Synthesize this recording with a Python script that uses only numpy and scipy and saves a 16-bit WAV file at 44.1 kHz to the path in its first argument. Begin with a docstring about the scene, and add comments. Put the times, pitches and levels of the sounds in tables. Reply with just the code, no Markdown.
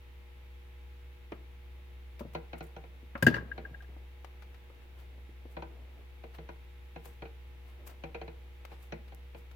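"""Stripping thin wires at a bench

Hands strip and twist thin wires over a chipboard bench in a small room with a humming machine.
The loose cable knocks on the board, hands and stripper bump it, the stripper drops and bounces: each
blow sets off a bank of decaying modes. Strands tick and fingers rub as short puffs of grainy noise,
sleeves brush as lumpy low noise. A wavering tone, mains buzz harmonics and a fan-like hiss lie under it.
"""
import sys
import numpy as np
from scipy import signal
from scipy.fft import rfft, irfft, next_fast_len
from scipy.io import wavfile
from scipy.ndimage import uniform_filter1d, map_coordinates

SR = 44100
rng = np.random.default_rng(int(sys.argv[2]) if len(sys.argv) > 2 else 0)


def boost(x):
    """Linear amplitude factor 10**(x/20) for a level x in decibels (scalar or array-like)."""
    u = np.asarray(x, float) / 20
    return 10 ** u


def dump_mix(stems):
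    """Bounce the given channels to the path in sys.argv[1] as a 16-bit WAV at rate SR."""
    frames = np.atleast_2d(stems).T  # one column per channel
    limited = np.clip(frames, -1, 1)  # hard clip at full scale
    pcm = np.round(limited * 32767).astype(np.int16)
    wavfile.write(sys.argv[1], SR, pcm)


N = 421155  # length in samples


def unit(x):
    """Scale to rms 1."""
    return x / np.sqrt(np.mean(x ** 2) + 1e-20)


def along(points, hz):
    """Read a curve of (frequency [Hz], value) points on a log frequency axis."""
    f, v = np.transpose(points)
    return np.interp(np.log(hz + 1), np.log(f + 1), v)


def wobble(rate):
    """A smooth random curve, rate knots a second."""
    knots = rng.standard_normal(int(N * rate / SR) + 4)
    return map_coordinates(knots, [np.arange(N) * rate / SR])


def coloured(spectrum, alike, size):
    """Stereo noise of rms 1 with a spectrum and a left-right likeness."""
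    m = next_fast_len(size)
    hz = np.fft.rfftfreq(m, 1 / SR)
    turn = np.arccos(np.clip(along(alike, hz), -1, 1)) / 2
    z = rfft(rng.standard_normal((2, m))) * boost(along(spectrum, hz))
    mid, side = irfft(z * [np.cos(turn), np.sin(turn)], m)[:, :size]
    return unit(np.array([mid + side, mid - side]))


def add(track, s, sound):
    """Mix a stereo sound in at time s."""
    i = round(s * SR)
    track[:, i:i + sound.shape[1]] += sound


def sides(pan_db):
    """Left and right gains for a level of left over right."""
    return boost(np.multiply.outer([.5, -.5], pan_db))


def ringing(modes, travel, lag, attack, rough, apart_hz=1500):
    """Each mode at both ears; bending waves carry the treble faster, so delay goes as 1 / sqrt(Hz).
    A mode stands for a crowd of close neighbours, so its phase drifts, the more so the higher it lies."""
    hz, db, t60 = np.transpose(modes)[:3, :, None]
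    # a positive lag delays the left side, a negative one the right
    delay = travel * np.sqrt(1000 / hz) + np.abs(lag) * np.reshape([lag > 0, lag < 0], (2, 1, 1))
    t = np.maximum(np.arange(SR // 4) / SR - delay, 0)

    shared, own = np.cumsum(rng.standard_normal((2, len(hz), SR // 100)), axis=2)
    # bass drifts alike at both ears
    walk = shared + np.multiply.outer([1, -1], own * np.minimum(hz / apart_hz, 1))
    # one random step every 32 samples, smoothed
    walk = np.repeat(walk - walk[..., :1], 32, axis=2)[..., :SR // 4]
    walk = uniform_filter1d(uniform_filter1d(walk, 32, axis=2), 32, axis=2)
    drift = walk * np.sqrt(2 * np.pi * rough * hz * np.sqrt(hz / 1000) * 32 / SR)

    envelope = boost(db - 60 * t / t60) * (1 - np.exp(-t / attack)) ** 2
    return envelope * np.sin(2 * np.pi * hz * t + drift)


def strike(rows, modes, pivot_hz, scatter_db, tilt_db, attack, pan_db=0, reach_hz=SR, **body):
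    """Every blow excites the same modes, tilted by its brightness [dB per octave] and scattered a little;
    a soft contact reaches only low modes."""
    out, hz = np.zeros((2, N + SR)), np.transpose(modes)[0]
    radiation = sides(np.transpose(modes)[3] if len(modes[0]) > 3 else 0 * hz)
    scatter = scatter_db * rng.standard_normal((len(rows), len(hz)))
    blows = np.broadcast(*np.transpose(rows)[:2], tilt_db, reach_hz, attack)
    for (s, db, tilt, reach, rise), chance in zip(blows, scatter):
        level_db = db + tilt * np.log2(hz / pivot_hz) + chance
        gains = radiation * boost(level_db) / (1 + (hz / reach) ** 4)
        modes_ringing = ringing(modes, attack=rise, **body)
        add(out, s, np.einsum("cm,cmt->ct", gains, modes_ringing) * sides([pan_db]))
    return out[:, :N]


def hiss():
    """The hiss of the room: coloured stereo noise whose level wavers slightly."""
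    # spectrum: (frequency [Hz], relative density [dB per Hz])
    spectrum = [(20, -7), (40, -14.5), (64, 1), (90, -7.5), (150, -16), (250, -16), (500, -21), (1000, -23),
                (1400, -24.5), (2200, -19.5), (3500, -26), (5000, -36), (8500, -42), (14000, -34),
                (16000, -34.5)]
    # (frequency [Hz], left-right likeness [-1 to 1])
    alike = [(60, 0.64), (180, 0.34), (550, -0.17), (1650, -0.045), (4970, 0.068), (15000, -0.5)]
    return boost(-59.5 + 0.14 * wobble(1.5)) * coloured(spectrum, alike, size=N)


def buzz():
    """Mains buzz: steady-pitched harmonics, each slightly unsteady in level and shifted between the ears."""
    base_hz = 119.6  # twice the mains
    # harmonics: (multiple of base_hz, mean level [dB rms])
    harmonics = [(1, -70.5), (3, -72), (4, -71.5), (5, -86), (7, -76.5), (8, -83.5), (9, -87.5), (11, -85),
                 (18, -85), (22, -84), (25, -105), (29, -96), (31, -85.5)]
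    t = np.arange(N) / SR
    turns = rng.uniform(0, 2 * np.pi, (len(harmonics), 2, 1))
    out = np.zeros((2, N))
    for (k, db), (left, right) in zip(harmonics, turns):
        phase = left + 0.19 * right * [[0], [1]]
        level = np.sqrt(2) * boost(db + 0.45 * wobble(3.9))
        out += level * np.sin(2 * np.pi * k * base_hz * t + phase)
    return out


def hum():
    """The machine's hum: one low tone, wavering in phase and level."""
    hum_hz = 63.9
    # hum level before its random wavering: (time [s], level [dB rms])
    levels = [(0.0, -52), (0.2, -50), (0.79, -48.5), (1.09, -50), (2.02, -47.5), (2.74, -50), (3.4, -48),
              (3.9, -47), (4.12, -49.5), (4.45, -48), (4.8, -52.5), (5.08, -48.5), (6.41, -49.5),
              (6.89, -49), (7.9, -50), (8.16, -48.5), (9.55, -49.5)]
    s, db = np.transpose(levels)
    t = np.arange(N) / SR
    phase = 2 * np.pi * hum_hz * t + .4 * wobble(2.5) + 0.14 * wobble(13)
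    level = np.sqrt(2) * boost(np.interp(t, s, db) + 0.67 * wobble(4.7))
    return level * np.sin(phase) * sides([.6])


def brushing():
    """Palms and sleeves brush the board: lumpy low friction noise while the hands shift."""
    # brushing level before its random lumps: (time [s], level [dB])
    levels = [(0, -86), (3.3, -71), (3.4, -58.5), (3.6, -57.5), (4.0, -72), (4.8, -72), (5.1, -67),
              (5.4, -74), (5.62, -62), (6.0, -66.5), (6.15, -79.5), (7.5, -81), (7.9, -60.5),
              (8.001, -71.5), (9.55, -75.5)]
    # colour of the friction: (frequency [Hz], relative density [dB per Hz])
    skin = [(80, -23), (200, -1), (400, 0), (700, -3.5), (1000, -12), (3000, -27), (6000, -59)]
    s, db = np.transpose(levels)
    level = boost(np.interp(np.arange(N) / SR, s, db) + 2.56 * wobble(24))
    return level * coloured(skin, [(300, 0.59)], size=N)


def strands():
    """Short puffs of grainy friction noise: ticks start almost at once, rubs swell."""
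    # sudden ticks of strands and cracks of the tool:
    # (time [s], treble [dB], t60 [s], body over treble [dB], left over right [dB])
    ticks = [(1.319, -81, .055, 26.5, 5), (1.543, -70, 0.025, -20, -1.1), (2.194, -58, 0.094, 9.5, 5.5),
             (2.335, -62, .089, -0.5, 10), (2.581, -59, .07, 0.5, 4), (2.628, -61.5, .23, -5, 3.2),
             (3.177, -65.5, .06, 14, 2.3), (3.225, -35.5, 0.067, 5.5, 1.5), (3.266, -40, 0.1, 13.5, 2),
             (3.30, -69.5, 0.3, 21, 0.2), (3.342, -68.5, 0.13, 24, -6), (3.357, -72, .13, 27, 1.5),
             (3.823, -70.5, .064, 15.5, 1), (4.246, -64.5, 0.033, 18.5, 11), (4.422, -72, 0.073, 18.5, 10),
             (4.544, -73.5, 0.057, 18, 8), (4.82, -82, 0.095, 17, 13), (8.651, -54, 0.031, 11, 6.5),
             (9.08, -74, 0.063, 16.5, 4), (9.147, -52.5, 0.016, -26, -6), (9.513, -62.5, 0.044, 8, 6.5)]
    # fingers rub along the strands: (time [s], treble [dB], t60 [s], body over treble [dB])
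    rubs = [(5.0, -68.5, 0.2, 6.5), (5.52, -67, .13, -4), (6.35, -63.5, 0.084, 9.5),
            (7.056, -53.5, 0.056, 0), (7.08, -62, .3, -4), (7.69, -71, 0.29, 6), (7.875, -47, 0.052, -4),
            (7.90, -60.5, .15, 5), (8.73, -73.5, 0.21, 15), (8.83, -64, 0.22, -2), (9.383, -65, 0.14, -1)]
    # treble and body colours: (frequency [Hz], relative density [dB per Hz])
    fizz_colour = [(2000, -55), (4500, -11), (8000, -5.5), (10000, -7.5), (13000, -1), (16000, -5)]
    body_colour = [(200, -18), (700, 4), (1500, -0.5), (2500, -3.5), (5000, -12), (8000, -25)]
    tick_rise, rub_rise = 0.004, .12  # rise time as a share of t60
    rub_pan_db = 3.5  # left over right

    lead_s = .15  # room for the swell ahead of the peak
    out, t = np.zeros((2, N + SR)), np.arange(SR // 2) / SR - lead_s
    puffs = [(*row, tick_rise) for row in ticks] + [(*row, rub_pan_db, rub_rise) for row in rubs]
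    for s, db, t60, body_db, pan_db, rise in puffs:
        shape = np.where(t < 0, np.exp(np.minimum(t, 0) / (rise * t60)), boost(-60 * t / t60))
        fizz = coloured(fizz_colour, [(1000, .1)], size=len(t))
        # strands slip in grains of 30 samples
        grains = np.repeat(rng.standard_normal(len(t)), 30)[:len(t)]
        fizz = unit(fizz * boost(4 * grains))
        body = coloured(body_colour, [(1000, .3)], size=len(t))
        add(out, s - lead_s, boost(db) * shape * (fizz + boost(body_db) * body) * sides([pan_db]))
    return out[:, :N]


def bumps():
    """Hand and stripper bump the bench close by: dull blows on its modes, left side first."""
    # (time [s], strength [dB], brightness [dB per octave], contact reach [Hz])
    hits = [(1.3193, -38, 1, 4000), (2.207, -36, 3.5, 1110), (2.249, -46.5, -0.5, 890),
            (3.028, -55, -1, 500), (3.152, -40, 4.5, 2000), (3.226, -24.5, -9.5, 900),
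            (3.237, -35, 0.1, 500), (3.268, -20.5, -3.5, 900), (3.278, -24.5, 7, 600),
            (3.299, -30, 4, 400.6), (3.312, -35, -12, 500), (3.342, -41, 7.5, 900), (3.364, -46.5, 15, 910),
            (3.425, -43, -10.5, 300), (3.709, -56, -16, 249), (3.888, -51, -2.5, 380), (3.964, -57, 9, 803),
            (4.698, -61.5, 11, 910), (5.178, -58, 10.5, 550), (5.291, -53, 5, 401), (5.453, -49, 8.5, 592)]
    # bench modes near the hands: (frequency [Hz], relative level [dB], t60 [s])
    bench = [(121.7, -16, 0.45), (149.7, -6.5, 0.1), (191.3, -4.5, 0.017), (234, -0.5, 0.087),
             (318.7, 6, 0.041), (370, 1, 0.025), (436, -7.5, 0.097), (556, -1, 0.07), (820, -4.5, 0.026),
             (982, -7.5, 0.055), (1220, -10.5, 0.099), (1697, -9.5, 0.059), (2033, -6, 0.043),
             (2470, -12, 0.07), (2800, -28, 0.032), (3350, -14, 0.0302), (4485, -20, .03)]
    tilt_db, reach_hz = np.transpose(hits)[2:]
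    return strike(hits, bench, pivot_hz=300, scatter_db=3, tilt_db=tilt_db, pan_db=2.1, reach_hz=reach_hz,
                  travel=0.00036, lag=-0.0002, attack=0.00059, rough=0.11)


def cable():
    """The cable taps the far part of the board: its modes ring, treble and right side first,
    with one broad push per knock; softer knocks are duller."""
    # cable knocks: (time [s], strength [dB])
    knocks = [(2.347, -39), (2.529, -43), (2.604, -44.5), (2.762, -47.5), (2.835, -55), (3.576, -44.5),
              (5.565, -43), (5.620, -45), (6.235, -51), (6.382, -48.5), (6.487, -48.5), (6.958, -47),
              (7.053, -53), (7.219, -45.5), (7.252, -52.5), (8.035, -44), (8.144, -43.5), (8.212, -46),
              (8.276, -49), (8.713, -54.5), (8.920, -40), (9.119, -54.5), (9.344, -53)]
    # board modes: (frequency [Hz], relative level [dB], t60 [s], left over right [dB])
    board = [(132.6, -5.5, 0.1, 2.5), (158, -3.5, 0.18, -3), (228, -8, 0.22, -8.5), (340.3, -2, 0.18, 4.5),
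             (460.3, 2, 0.25, -2.5), (552, 3.5, 0.05, 4.5), (634, -3.5, 0.11, 14), (775, 1, 0.12, 2),
             (870, -7, 0.078, 11.5), (963, -1, .1, -2), (1230, -25, 0.078, -25.5), (1420, -6, 0.13, -0.5),
             (1521, -11.5, 0.063, 19), (1633, -12.5, 0.044, -22.5), (1905, -17, 0.12, 12),
             (2085, -11.5, 0.16, 12), (2238, -28.5, 0.093, -19), (2462, 2.5, 0.075, 0),
             (2850, -14, 0.03, -9), (3110, -11, 0.038, 21), (3384, -14, 0.037, 5), (4110, -6.5, 0.06, -0.5),
             (4350, -12, 0.013, 3), (5200, -42, 0.038, 4), (5870, -15, 0.038, 5.5), (5750, -35, .03, 2)]
    dulls_db = 0.0559  # dB per octave of brightness lost for each dB under the firmest knock
    # the board's push: delay after the knock time, pitch, level over the knock
    push_s, push_hz, push_db = 0.00607, 623.4, 8.5

    out = np.zeros((2, N + SR))
    u = (np.pi * push_hz * (np.arange(SR // 50) / SR - push_s)) ** 2
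    push = (1 - 2 * u) * np.exp(-u)  # one crest between two dips
    for s, strength_db in knocks:
        add(out, s, boost(strength_db + push_db) * push * sides([-1.5]))

    db = np.transpose(knocks)[1]
    tilt_db = dulls_db * (db - db.max()) + 0.09
    return out[:, :N] + strike(knocks, board, pivot_hz=500, scatter_db=2.5, tilt_db=tilt_db,
                               travel=0.001368, lag=.0003, attack=0.00105, rough=0.031)


def stripper():
    """The dropped stripper's hollow handle rings briefly at each bounce; its loose jaws chink."""
    # it lands, clatters and rocks to rest: (time [s], strength [dB])
    bounces = [(3.224, -13.5), (3.2652, -3), (3.280, -15), (3.295, -35.5), (3.322, -26.5), (3.340, -15),
               (3.354, -23), (3.380, -21), (3.407, -33.5), (3.514, -21), (3.649, -26), (3.742, -29),
               (3.803, -36), (3.842, -44)]
    # handle modes: (frequency [Hz], relative level [dB], t60 [s])
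    handle_modes = [(1136, -34, 0.062), (1634, 5, 0.031), (1807, -3.5, 0.026), (2007, -14.5, 0.035),
                    (2761, -19, 0.054), (2920, -15.5, 0.034), (3760, -20, 0.019), (4620, -26.5, 0.052),
                    (5826, -39, 0.021), (6570, -27, 0.033)]
    # harder landings are shorter and reach higher modes: (strength [dB], reach [Hz], attack [s])
    contact = [(-18, 2400, 0.0042), (-16, 12000, 0.0027)]
    # the jaws chink as they open: (time [s], strength [dB])
    chinks = [(2.5844, -62), (2.6279, -75), (2.6644, -68)]
    # jaw modes: (frequency [Hz], relative level [dB], t60 [s])
    jaw_modes = [(6960, -4, 0.065), (9470, 3.5, 0.059), (11800, -2, .06), (13600, -5, .08)]

    db, reach_hz, attack = np.transpose(contact)
    strength_db = np.transpose(bounces)[1]
    handle = strike(bounces, handle_modes, pivot_hz=1610, scatter_db=1.5, tilt_db=0.4, pan_db=6.5,
                    reach_hz=np.interp(strength_db, db, reach_hz), travel=.0001, lag=-.0001,
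                    attack=np.interp(strength_db, db, attack), rough=0.0028)
    jaws = strike(chinks, jaw_modes, pivot_hz=9400, scatter_db=2, tilt_db=4.0, pan_db=5,
                  travel=.0001, lag=-0.000104, attack=.0005, rough=.0007)
    return handle + jaws


def room(x):
    """The room's answer: a noise tail in which each frequency dies at its own speed."""
    # (frequency [Hz], t60 [s])
    decay = [(100, 0.44), (500, 0.42), (2000, 0.42), (10000, 0.1)]
    # (frequency [Hz], left-right likeness [-1 to 1])
    echo_alike = [(100, 0.94), (400, 0.66), (1500, 0.01)]
    noise = coloured([(100, 0)], echo_alike, size=SR // 2)
    hz, t, z = signal.stft(noise, SR, nperseg=256)
    fading = z * boost(-60 * t / along(decay, hz)[:, None])
    tail = signal.istft(fading, SR, nperseg=256)[1]
    tail = tail / np.linalg.norm(tail[0])
    late = np.pad(x, ((0, 0), (200, 0)))  # starts 200 samples after the direct sound
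    return signal.fftconvolve(late, tail, axes=1)[:, :N]


def scene():
    """Hits with their room, over the hum; the stripper falls nearer, so it is drier."""
    near = stripper()
    far = cable() + bumps() + strands()
    # the blows carry no deep bass
    far = signal.sosfilt(signal.butter(3, 98, "high", fs=SR, output="sos"), far)
    echo = room(boost(-22.5) * near + boost(-16.0) * far)
    return near + far + echo + brushing() + hum() + buzz() + hiss()


def low_pass(x):
    """Removes everything above the highest recorded frequency."""
    return signal.sosfilt(signal.butter(12, 16480, fs=SR, output="sos"), x)


def record(dry):
    """The top edge of the finished sound: a steep low-pass at 16.2 kHz."""
    mix = signal.sosfilt(signal.butter(10, 16200, fs=SR, output="sos"), dry)
    return low_pass(mix)


dry = scene()
out = record(dry)
dump_mix(out)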